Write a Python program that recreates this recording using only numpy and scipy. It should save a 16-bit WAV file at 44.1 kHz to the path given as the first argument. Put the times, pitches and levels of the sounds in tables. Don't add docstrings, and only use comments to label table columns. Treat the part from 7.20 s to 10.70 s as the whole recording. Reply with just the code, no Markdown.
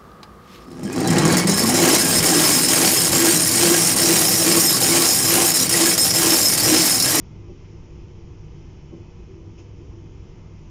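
import sys
import numpy as np
from scipy import signal
from scipy.fft import rfft, irfft
from scipy.io import wavfile
from scipy.ndimage import uniform_filter1d

SR = 44100
rng = np.random.default_rng(int(sys.argv[2]) if len(sys.argv) > 2 else 0)


def inscribe(sig):
    pcm = np.round(np.clip(np.atleast_2d(sig).T, -1, 1) * 32767)
    wavfile.write(sys.argv[1], SR, pcm.astype(np.int16))


N = 154350


def amp(db):
    return 10 ** (np.asarray(db) / 20)


def unit(x):
    return x / np.sqrt(np.mean(x ** 2) + 1e-20)


def read_spectrum(points, hz):
    point_hz, db = np.transpose(points)
    return np.interp(np.log(hz + 1), np.log(point_hz), db)


def curve(points):
    return np.interp(np.arange(N) / SR, *np.transpose(points))


def drift(rate_hz):
    hz = np.fft.rfftfreq(N, 1 / SR)
    slow = np.exp(-(hz / rate_hz) ** 2) * (hz > 0)
    return unit(irfft(rfft(rng.standard_normal(N)) * slow, N))


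def noise(spectrum, patchy_db, swell_db, size):
    hz = np.fft.rfftfreq(N, 1 / SR)
    grid = signal.stft(rng.standard_normal(N), nperseg=size)[2]
    patches = uniform_filter1d(rng.standard_normal(grid.shape), size=7, axis=0)
    patches = unit(uniform_filter1d(patches, size=7, axis=1))
    white = signal.istft(grid * amp(patchy_db * patches), nperseg=size)[1][:N]
    coloured = irfft(rfft(white) * amp(read_spectrum(spectrum, hz)), N)
    return unit(coloured * amp(swell_db * drift(2.8)))


WANDER, WANDER_HZ = 0.00797, 3
EVENNESS = 0.36


def ringing(centre_hz, width_hz):
    hz = np.fft.fftfreq(N, 1 / SR)
    resonance = 1 / (1 + 1j * hz / width_hz * np.sqrt(2)) ** 2
    shake = np.fft.ifft(np.fft.fft(rng.standard_normal(N)) * resonance)
    even_shake = shake / abs(shake) ** EVENNESS
    turns = np.cumsum(centre_hz * (1 + WANDER * drift(WANDER_HZ))) / SR
    return unit((even_shake * np.exp(2j * np.pi * turns)).real)


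def burst(start, rise, hold, t60):
    t = np.arange(N) / SR - start
    release = np.exp(-np.log(1000) * np.maximum(t - rise - hold, 0) / t60)
    return np.clip(t / rise, 0, 1) * release


# frequency in Hz, relative level in dB per Hz.
RUMBLE_SPECTRUM = [(5, -27.5), (16, 3), (40, -2.5), (60, 2), (88, 0.5), (120, -3), (152, -2.5), (195, -7.5),
                   (225, -11.5), (300, -16.5), (420, -22), (540, -24.5), (690, -27.5), (980, -26),
                   (1300, -34), (1700, -43), (3500, -64)]
RUMBLE_DB, RUMBLE_PATCHY_DB, RUMBLE_SWELL_DB = -42, 0.32, 0.08
# frequency in Hz, width in Hz, level in dB.
FLOOR_RESONANCES = [(37.1, 9, -56.5), (56, 10, -51), (153.6, 24, -53)]
# frequency in Hz, width in Hz, level in dB.
BODY_RESONANCES = [(285.4, 5.5, -60.5), (335.2, 13.2, -54), (356.3, 28, -57.3), (384.7, 20, -58),
                   (444.2, 14, -65), (469, 12, -64.5), (492.6, 12, -68)]
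# time in seconds, gain in dB.
FLOOR_RIDE = [(0, 1.5), (.13, .7), (.28, -0.5), (.55, 0.5), (.7, 0.4), (.93, -0.3), (1.38, 0.3), (1.55, 0),
              (1.95, 1), (2.1, -1), (2.23, 1.5), (2.44, -2), (2.68, -0.1), (2.96, 0.5), (3.06, 0.5),
              (3.23, 2), (3.37, -0.5), (3.5, 2)]
# time in seconds, gain in dB.
BODY_RIDE = [(0, -2.5), (.42, 1), (.75, 0.5), (.95, 0), (1.3, -1), (1.53, 0), (1.65, -0.5), (1.89, -2),
             (2.06, 1.5), (2.35, 0), (2.64, 3), (2.95, -1), (3.17, -0.5), (3.4, -5), (3.5, -6)]


def rolling():
    rumble = amp(RUMBLE_DB) * noise(RUMBLE_SPECTRUM, RUMBLE_PATCHY_DB, RUMBLE_SWELL_DB, size=1024)
    boom = sum(amp(db) * ringing(hz, width) for hz, width, db in FLOOR_RESONANCES)
    body = sum(amp(db) * ringing(hz, width) for hz, width, db in BODY_RESONANCES)
    return amp(curve(FLOOR_RIDE)) * (rumble + boom) + amp(curve(BODY_RIDE)) * body


# multiple of HUM_HZ, rms level in dB.
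HUM_LINES = [(1, -47), (6, -75.5), (8, -77), (9, -71.5), (10, -77.5), (12, -77.5), (13, -78.5), (20, -82),
             (21, -76), (22, -86.5), (23, -82), (24, -88.5), (25, -76.5), (26, -80), (30, -76.5),
             (31, -81.5), (32, -83.5), (34, -83.5)]
# multiple of HUM_HZ, rms level in dB.
BUZZ_LINES = [(40, -90.5), (63, -86.5), (72, -93)]
HUM_HZ = 100.06
HUM_WAVER_DB, HUM_WAVER_RAD, HUM_WAVER_HZ = 2.13, 0.044, 3.4


def hum():
    turns = HUM_HZ * np.arange(N) / SR
    out = np.zeros(N)
    for multiple, db in list(HUM_LINES) + list(BUZZ_LINES):
        phase = 2 * np.pi * (round(multiple) * turns + rng.random())
        phase = phase + HUM_WAVER_RAD * drift(HUM_WAVER_HZ)
        waver = amp(HUM_WAVER_DB * drift(HUM_WAVER_HZ))
        out += amp(db) * unit(waver * np.sin(phase))
    return out


# frequency in Hz, relative level in dB per Hz.
HISS_SPECTRUM = [(500, -12.5), (1400, -5), (1800, -3.5), (2600, 0), (3150, -3), (3700, -9), (4200, -10.5),
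                 (4800, -7), (5350, -2.5), (6200, -5), (6850, -9), (7200, -14), (7550, -24)]
# time in seconds, gain in dB.
HISS_RIDE = [(0, -0.5), (.26, -1.2), (.43, 1.5), (.62, 0.2), (1.0, -.5), (1.52, 0.7), (1.86, -1),
             (1.97, -0.2), (2.14, -1), (2.21, -3), (2.36, -0.5), (2.52, -1.1), (3.5, -0.5)]
HISS_DB = -62.5
AIR_PATCHY_DB, AIR_SWELL_DB = 0.7, 0.3


def hiss():
    air = noise(HISS_SPECTRUM, AIR_PATCHY_DB, AIR_SWELL_DB, size=512)
    return amp(HISS_DB + curve(HISS_RIDE)) * air


# start in seconds, level in dB, pitch ratio.
THUD_HITS = [(0.278, -44.5, 1.02), (1.712, -43, .985)]
# frequency in Hz, relative level in dB, swell time in seconds,
# pitch sag in Hz per second.
THUD_PARTIALS = [(111.6, -3.5, 0.043, 2.5), (178, -2, .028, 0.5), (250, -8.5, 0.018, 0),
                 (342.6, 0.5, .026, 0), (410, -11, 0.02, 2), (594, -13, 0.013, 901), (788, -22, 0.011, 400),
                 (1124, -23, .011, 1501)]
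THUD_HOLD_S, THUD_T60_S = 0.017, .17
THUD_ROUGH, THUD_WIDTH_HZ = 0.47, 55


def thuds():
    out = np.zeros(N)
    for hz, db, swell, sag in THUD_PARTIALS:
        shudder = THUD_ROUGH * ringing(hz, THUD_WIDTH_HZ)
        for start, level_db, pitch in THUD_HITS:
            age = np.clip(np.arange(N) / SR - start, 0, THUD_T60_S)
            turns = np.cumsum(hz * pitch - sag * age) / SR + rng.random()
            tone = unit(np.sin(2 * np.pi * turns))
            envelope = burst(start, swell, THUD_HOLD_S, THUD_T60_S)
            out += amp(level_db + db) * envelope * (tone + shudder)
    return out


# frequency in Hz, relative level in dB per Hz.
PUFF_SPECTRUM = [(300, 4.5), (700, 4), (1700, -5.5), (2600, 6), (3500, -2), (4100, -11), (5300, -1.5),
                 (6600, 0), (7100, -6.5), (7500, -21)]
PUFF_S, PUFF_DB = 2.372, -55
PUFF_RISE_S, PUFF_HOLD_S, PUFF_T60_S = 0.013, .012, .26


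def puff():
    air = noise(PUFF_SPECTRUM, AIR_PATCHY_DB, AIR_SWELL_DB, size=256)
    return amp(PUFF_DB) * air * burst(PUFF_S, PUFF_RISE_S, PUFF_HOLD_S, PUFF_T60_S)


KNOCK_S, KNOCK_DB, KNOCK_HZ, KNOCK_WIDTH_HZ = 2.705, -60, 946, 260
KNOCK_RISE_S, KNOCK_HOLD_S, KNOCK_T60_S = 0.0062, .018, 0.13


def knock():
    envelope = burst(KNOCK_S, KNOCK_RISE_S, KNOCK_HOLD_S, KNOCK_T60_S)
    return amp(KNOCK_DB) * envelope * ringing(KNOCK_HZ, KNOCK_WIDTH_HZ)


def scene():
    return (rolling() + hum() + hiss() + thuds() + puff() + knock())[None]


EDGE_HZ = 7560


def record(dry):
    low_pass = signal.firwin(401, EDGE_HZ, window=("kaiser", 8), fs=SR)
    return signal.oaconvolve(dry, low_pass[None], "same")


dry = scene()
out = record(dry)
inscribe(out)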